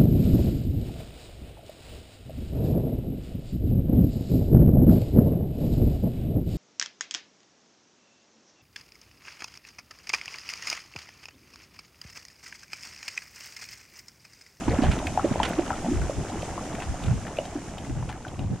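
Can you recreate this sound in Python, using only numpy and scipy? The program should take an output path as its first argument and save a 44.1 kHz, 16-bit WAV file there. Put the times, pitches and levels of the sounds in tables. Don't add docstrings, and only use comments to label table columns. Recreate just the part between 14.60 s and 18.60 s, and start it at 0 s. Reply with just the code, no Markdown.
import sys
import numpy as np
from scipy import signal
from scipy.fft import rfft, irfft, next_fast_len
from scipy.io import wavfile
from scipy.ndimage import map_coordinates

SR = 44100
rng = np.random.default_rng(int(sys.argv[2]) if len(sys.argv) > 2 else 0)


def dump_mix(stems):
    frames = np.atleast_2d(stems).T
    limited = np.clip(frames, -1, 1)
    pcm = np.round(limited * 32767).astype(np.int16)
    wavfile.write(sys.argv[1], SR, pcm)


N = 176400

# frequency_hz, side_over_mid_db
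POOL_WIDTH = [(100, -27), (500, -16), (1000, -15), (2500, -8.5), (4500, -4), (6500, -1), (9000, 2),
              (12000, 8.5)]
# pitch_hz, left_over_right_db
NEAR_PAN = [(300, -4), (650, -0.5), (900, 3.5), (1400, 4.5), (2600, 0)]
# time_s, level_db
BREEZE_LEVEL = [(0, -36), (1.5, -48), (2.5, -42), (3.1, -43), (4, -35.5)]
# frequency_hz, gain_db
BREEZE_COLOUR = [(12, -48), (35, 5), (110, 7), (200, -3.5), (800, -65)]
# frequency_hz, side_over_mid_db
BREEZE_WIDTH = [(30, -20), (140, -12)]
# peak_s, half_length_s, level_db, pitch_hz
PUFFS = [(0.091, 0.011, -23.5, 87.5), (0.246, 0.016, -23, 89), (0.293, 0.018, -17, 58.7),
         (0.719, 0.0044, -21, 90), (1.394, 0.054, -25, 59.4), (1.591, 0.022, -27.5, 76.5),
         (2.306, 0.029, -28, 54.3), (2.51, 0.048, -24.5, 85), (3.311, 0.019, -28.5, 75.5),
         (3.377, 0.015, -28, 89), (3.82, 0.022, -30.5, 121), (3.927, 0.02, -26, 118)]
# time_s, level_db
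STEAM_LEVEL = [(0, -44), (2.3, -46.5), (3.2, -50), (4, -55)]
# frequency_hz, gain_db
STEAM_COLOUR = [(1500, 0.5), (3000, 1.5), (4300, -3), (5300, 3.5), (6800, 6.5), (8000, 2.5), (10000, -2.5),
                (12000, -10.5), (15500, -46)]
# time_s, bubbles_db, spatter_db
SIMMER_LEVEL = [(0, -35.5, -43.5), (.26, -31, -42), (.5, -35.5, -55), (.78, -33, -40), (1.55, -38, -53),
                (1.8, -36, -47.5), (2.6, -39, -52.5), (2.9, -39, -54.5), (4, -46, -56.5)]
# frequency_hz, gain_db
SIMMER_COLOUR = [(320, 0), (460, -6), (750, 2.5), (1050, -4), (5000, 8)]
# frequency_hz, gain_db
WASH_COLOUR = [(100, 2.5), (300, -6.5), (460, -22), (720, -9), (1100, -16.5), (2900, -22), (4500, -43.5)]
# start_s, centre_hz, level_db
TICKS = [(.388, 2200, -28), (.469, 2300, -20), (.889, 10000, -35), (1.416, 1500, -28), (1.820, 2800, -33),
         (2.1496, 1900, -30), (2.2015, 2190, -31), (2.437, 3100, -31), (2.668, 1600, -29),
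         (2.7687, 2500, -31), (2.852, 3200, -34), (3.182, 2800, -31), (3.248, 1800, -34),
         (3.526, 1700, -31), (3.680, 3340, -35), (3.792, 2600, -34)]
# start_s, length_s, start_hz, end_hz, level_db
GLUGS = [(.098, .054, 340, 680, -27.5), (1.225, .13, 160, 380, -28), (2.953, .026, 260, 360, -27.5)]
# start_s, level_db, t60_s, left_over_right_db
SPLATS = [(.218, -30.5, 0.3, -2), (.313, -25.5, 0.096, -3), (0.8303, -16, 0.046, -6.5),
          (.847, -22, 0.097, -3.5), (2.220, -29, 0.073, 2.5), (2.460, -32, 0.044, 3),
          (3.490, -33, 0.088, 2.5)]
# frequency_hz, gain_db
SPLAT_COLOUR = [(300, 1.5), (1800, 0.5), (3200, 0.5), (5000, -8), (9000, -11), (15000, -45)]
# start_s, pitch_hz, level_db, ring_cycles
PLOPS = [(.080, 269, -13, 3.5), (.081, 930, -22.5, 9.6), (.187, 267, -13, 6.5), (.222, 233, -15.5, 4.3),
         (.235, 634, -13.5, 4.4), (.242, 740, -15, 4), (.426, 660, -23.5, 8.4), (0.5749, 790, -10, 10.5),
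         (.595, 1220, -18.5, 8.2), (.644, 326, -13.5, 3.2), (.647, 574, -15, 12), (.656, 333, -17, 3.9),
         (.710, 255, -19.5, 3.2), (.758, 675, -13, 3), (.8005, 895, -12.5, 10), (.987, 330, -14, 5.9),
         (.994, 615, -15.5, 3.9), (1.104, 1420, -18, 6), (1.105, 855, -18, 9), (1.110, 820, -19.5, 9.7),
         (1.13, 1310, -28, 14), (1.246, 710, -21, 5.9), (1.262, 760, -24, 9), (1.496, 560, -17, 7),
         (1.609, 586, -31, 2.9), (1.978, 1100, -24.5, 12), (2.341, 726, -31.5, 17), (2.482, 126, -12, 2.2),
         (2.509, 118, -14.5, 4.7), (2.7863, 595, -14.5, 8.4), (2.7863, 2830, -25.5, 25),
         (3.297, 283, -24.5, 5), (3.427, 840, -25.5, 3.6), (3.496, 803, -29, 14), (3.650, 1510, -31, 14),
         (3.667, 714, -29, 7.5), (3.792, 690, -28, 4.5)]


def amp(db):
    return 10 ** (np.asarray(db) / 20)


def unit(x):
    return x / np.sqrt(np.mean(x ** 2) + 1e-20)


def along(points, hz):
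    frequencies, values = np.transpose(points)
    return np.interp(np.log(hz + 1), np.log(frequencies + 1), values)


def curves(rows):
    times, *columns = np.transpose(rows)
    return [np.interp(np.arange(N) / SR, times, column) for column in columns]


def wobble(per_s):
    knots = rng.standard_normal(int(N * per_s / SR) + 4)
    return map_coordinates(knots, [np.arange(N) * per_s / SR])


def filtered(x, response):
    size = next_fast_len(N + SR // 2)
    return irfft(rfft(x, size) * response(np.fft.rfftfreq(size, 1 / SR)), size)[..., :N]


def stereo(pair, colour, width=POOL_WIDTH):
    def response(hz):
        ratio = amp(along(width, hz))
        return amp(along(colour, hz)) * np.array([np.ones_like(ratio), ratio]) / np.hypot(1, ratio)
    mid, side = filtered(pair, response)
    return unit(np.array([mid + side, mid - side]))


def add(out, start_s, sound, pan_db):
    part = out[:, max(round(start_s * SR), 0):][:, :len(sound)]
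    part += amp([[pan_db / 2], [-pan_db / 2]]) * sound[:part.shape[1]]


def bubble(t, hz, cycles, rise):
    elapsed, onset_cycles = hz * t, 0.71
    swell = amp(-60 * (elapsed / cycles) ** 2) * (1 - np.exp(-elapsed / onset_cycles))
    ring = np.sin(2 * np.pi * elapsed * (1 + rise * (elapsed / cycles - 1 / 2) / 2))
    return swell / swell.max(axis=-1, keepdims=True) * ring


def swarm(per_s, hz, scatter_db, samples, log_spread=0.467, cycles=6):
    draws = np.random.default_rng(rng.integers(2 ** 31)).standard_normal((int(per_s * N / SR), 5))
    angle = np.arctan2(draws[:, :1], draws[:, 1:2])
    start = ((angle / (2 * np.pi) + 1 / 2) * N).astype(int)
    pitch, level, life = np.clip(draws[:, 2:], -2, 2).T[:, :, None]
    age = np.arange(samples)
    rings = bubble(age / SR, hz * np.exp(log_spread * pitch), cycles * 2 ** (life / 2), rise=0.23)
    rings *= amp(scatter_db * level)
    return unit(np.bincount((start + age).ravel(), rings.ravel(), N)[:N])


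def wind():
    level_db, = curves(BREEZE_LEVEL)
    gusts = amp(level_db + 5.1 * wobble(14))
    out = gusts * stereo(rng.standard_normal((2, N)), BREEZE_COLOUR, BREEZE_WIDTH)
    size, side_db, db_per_octave = SR // 4, -6, -13.5
    t, hz = (np.arange(size) - size // 2) / SR, np.fft.rfftfreq(size, 1 / SR)
    for peak_s, half_s, db, pitch_hz in PUFFS:
        colour = amp(db_per_octave * np.hypot(np.log2((hz + 1) / pitch_hz), 1 / 2))
        swell = np.exp(-(t / half_s) ** 2 / 2)
        pair = swell * irfft(rfft(rng.standard_normal((2, size))) * colour, size)
        mid, side = pair * np.linalg.norm(swell) / np.linalg.norm(pair, axis=1, keepdims=True)
        puff = amp(db) * np.array([mid + amp(side_db) * side, mid - amp(side_db) * side])
        start = round(peak_s * SR) - size // 2
        part = out[:, max(start, 0):start + size]
        part += puff[:, max(-start, 0):][:, :part.shape[1]]
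    return out


def steam():
    level_db, = curves(STEAM_LEVEL)
    sputter_db = 0.65 * wobble(15) + 0.77 * wobble(300)
    return amp(level_db + sputter_db) * stereo(rng.standard_normal((2, N)), STEAM_COLOUR)


def simmer():
    bubbles_db, spatter_db = curves(SIMMER_LEVEL)
    surge_db = 1.3 * wobble(29.95)
    small = [swarm(per_s=600, hz=551.4, scatter_db=1.5, samples=1500, log_spread=0.5344, cycles=6.24)
             for _ in range(2)]
    fine = [swarm(per_s=420, hz=1967, scatter_db=3, samples=400) for _ in range(2)]
    bubbles = amp(bubbles_db + surge_db) * stereo(small, SIMMER_COLOUR)
    spatter = amp(spatter_db + surge_db) * stereo(fine, colour=[(3200, -7), (6000, -6)])
    wash = amp(bubbles_db - 3.5) * stereo(rng.standard_normal((2, N)), WASH_COLOUR)
    return bubbles + spatter + wash


def banks(near):
    t = np.arange(N) / SR
    level_db, t60_s, rise_s = -14, 0.15, 0.0028
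    tail = stereo(rng.standard_normal((2, N)), colour=[(2000, 2), (8000, -9)])
    tail *= amp(-60 * t / t60_s) * (1 - np.exp(-t / rise_s))
    return amp(level_db) * signal.fftconvolve(near, tail / np.linalg.norm(tail[0]), axes=1)[:, :N]


def ticks():
    out, t = np.zeros((2, N)), np.arange(SR // 10) / SR
    hz = np.fft.rfftfreq(len(t), 1 / SR)
    t60_s, half_band_octaves = 0.017, 0.38
    envelope = np.sqrt(t) * amp(-60 * t / t60_s)
    for start_s, centre_hz, db in TICKS:
        band = 1 / (1 + (np.log2((hz + 1) / centre_hz) / half_band_octaves) ** 2)
        pop = envelope * irfft(rfft(rng.standard_normal(len(t))) * band, len(t))
        add(out, start_s, amp(db) * pop / np.abs(pop).max(), along(NEAR_PAN, centre_hz))
    return out


def glugs():
    out = np.zeros((2, N))
    flutter_db, waver_share = 3.5, 0.1
    for start_s, length_s, start_hz, end_hz, db in GLUGS:
        progress = np.linspace(0, 1, int(length_s * SR))
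        waver, flutter = (wobble(per_s=210)[:len(progress)] for _ in range(2))
        hz = start_hz * (end_hz / start_hz) ** progress * (1 + waver_share * waver)
        note = np.sin(2 * np.pi * np.cumsum(hz) / SR)
        envelope = amp(db + flutter_db * flutter) * signal.windows.tukey(len(note), 1 / 4)
        add(out, start_s, envelope * note, pan_db=0)
    return out


def splats():
    out, t = np.zeros((2, N)), np.arange(SR // 5) / SR
    clump_db, mist_db, rise_share = 3.5, 2.5, 0.035
    droplets = swarm(per_s=2200, hz=2360, scatter_db=0.57, samples=300)
    clumps = amp(clump_db * wobble(per_s=520))
    for k, (start_s, db, t60_s, pan_db) in enumerate(SPLATS):
        span = slice(k * len(t), (k + 1) * len(t))
        mist = amp(mist_db) * rng.standard_normal(len(t))
        spray = unit((droplets[span] + mist) * clumps[span])
        envelope = amp(db + 2.5 - 60 * t / t60_s) * (1 - np.exp(-t / (rise_share * t60_s)))
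        add(out, start_s, envelope * spray, pan_db)
    return filtered(out, lambda hz: amp(along(SPLAT_COLOUR, hz)))


def plops():
    out, t = np.zeros((2, N)), np.arange(SR // 10) / SR
    film_db, film_t60_s, film_top_hz = -18, 0.015, 2200
    lowpass = signal.butter(3, film_top_hz, fs=SR)
    for start_s, hz, db, cycles in PLOPS:
        noise = unit(signal.lfilter(*lowpass, rng.standard_normal(len(t))))
        film = amp(film_db - 60 * t / film_t60_s) * noise
        cavity = bubble(t, hz, cycles, rise=0.09)
        add(out, start_s, amp(db) * (cavity + film), along(NEAR_PAN, hz))
    return out


def scene():
    near = plops() + ticks() + glugs() + splats()
    return near + banks(near) + simmer() + steam() + wind()


def record(dry):
    return filtered(dry, lambda hz: hz < 15700)


dry = scene()
out = record(dry)
dump_mix(out)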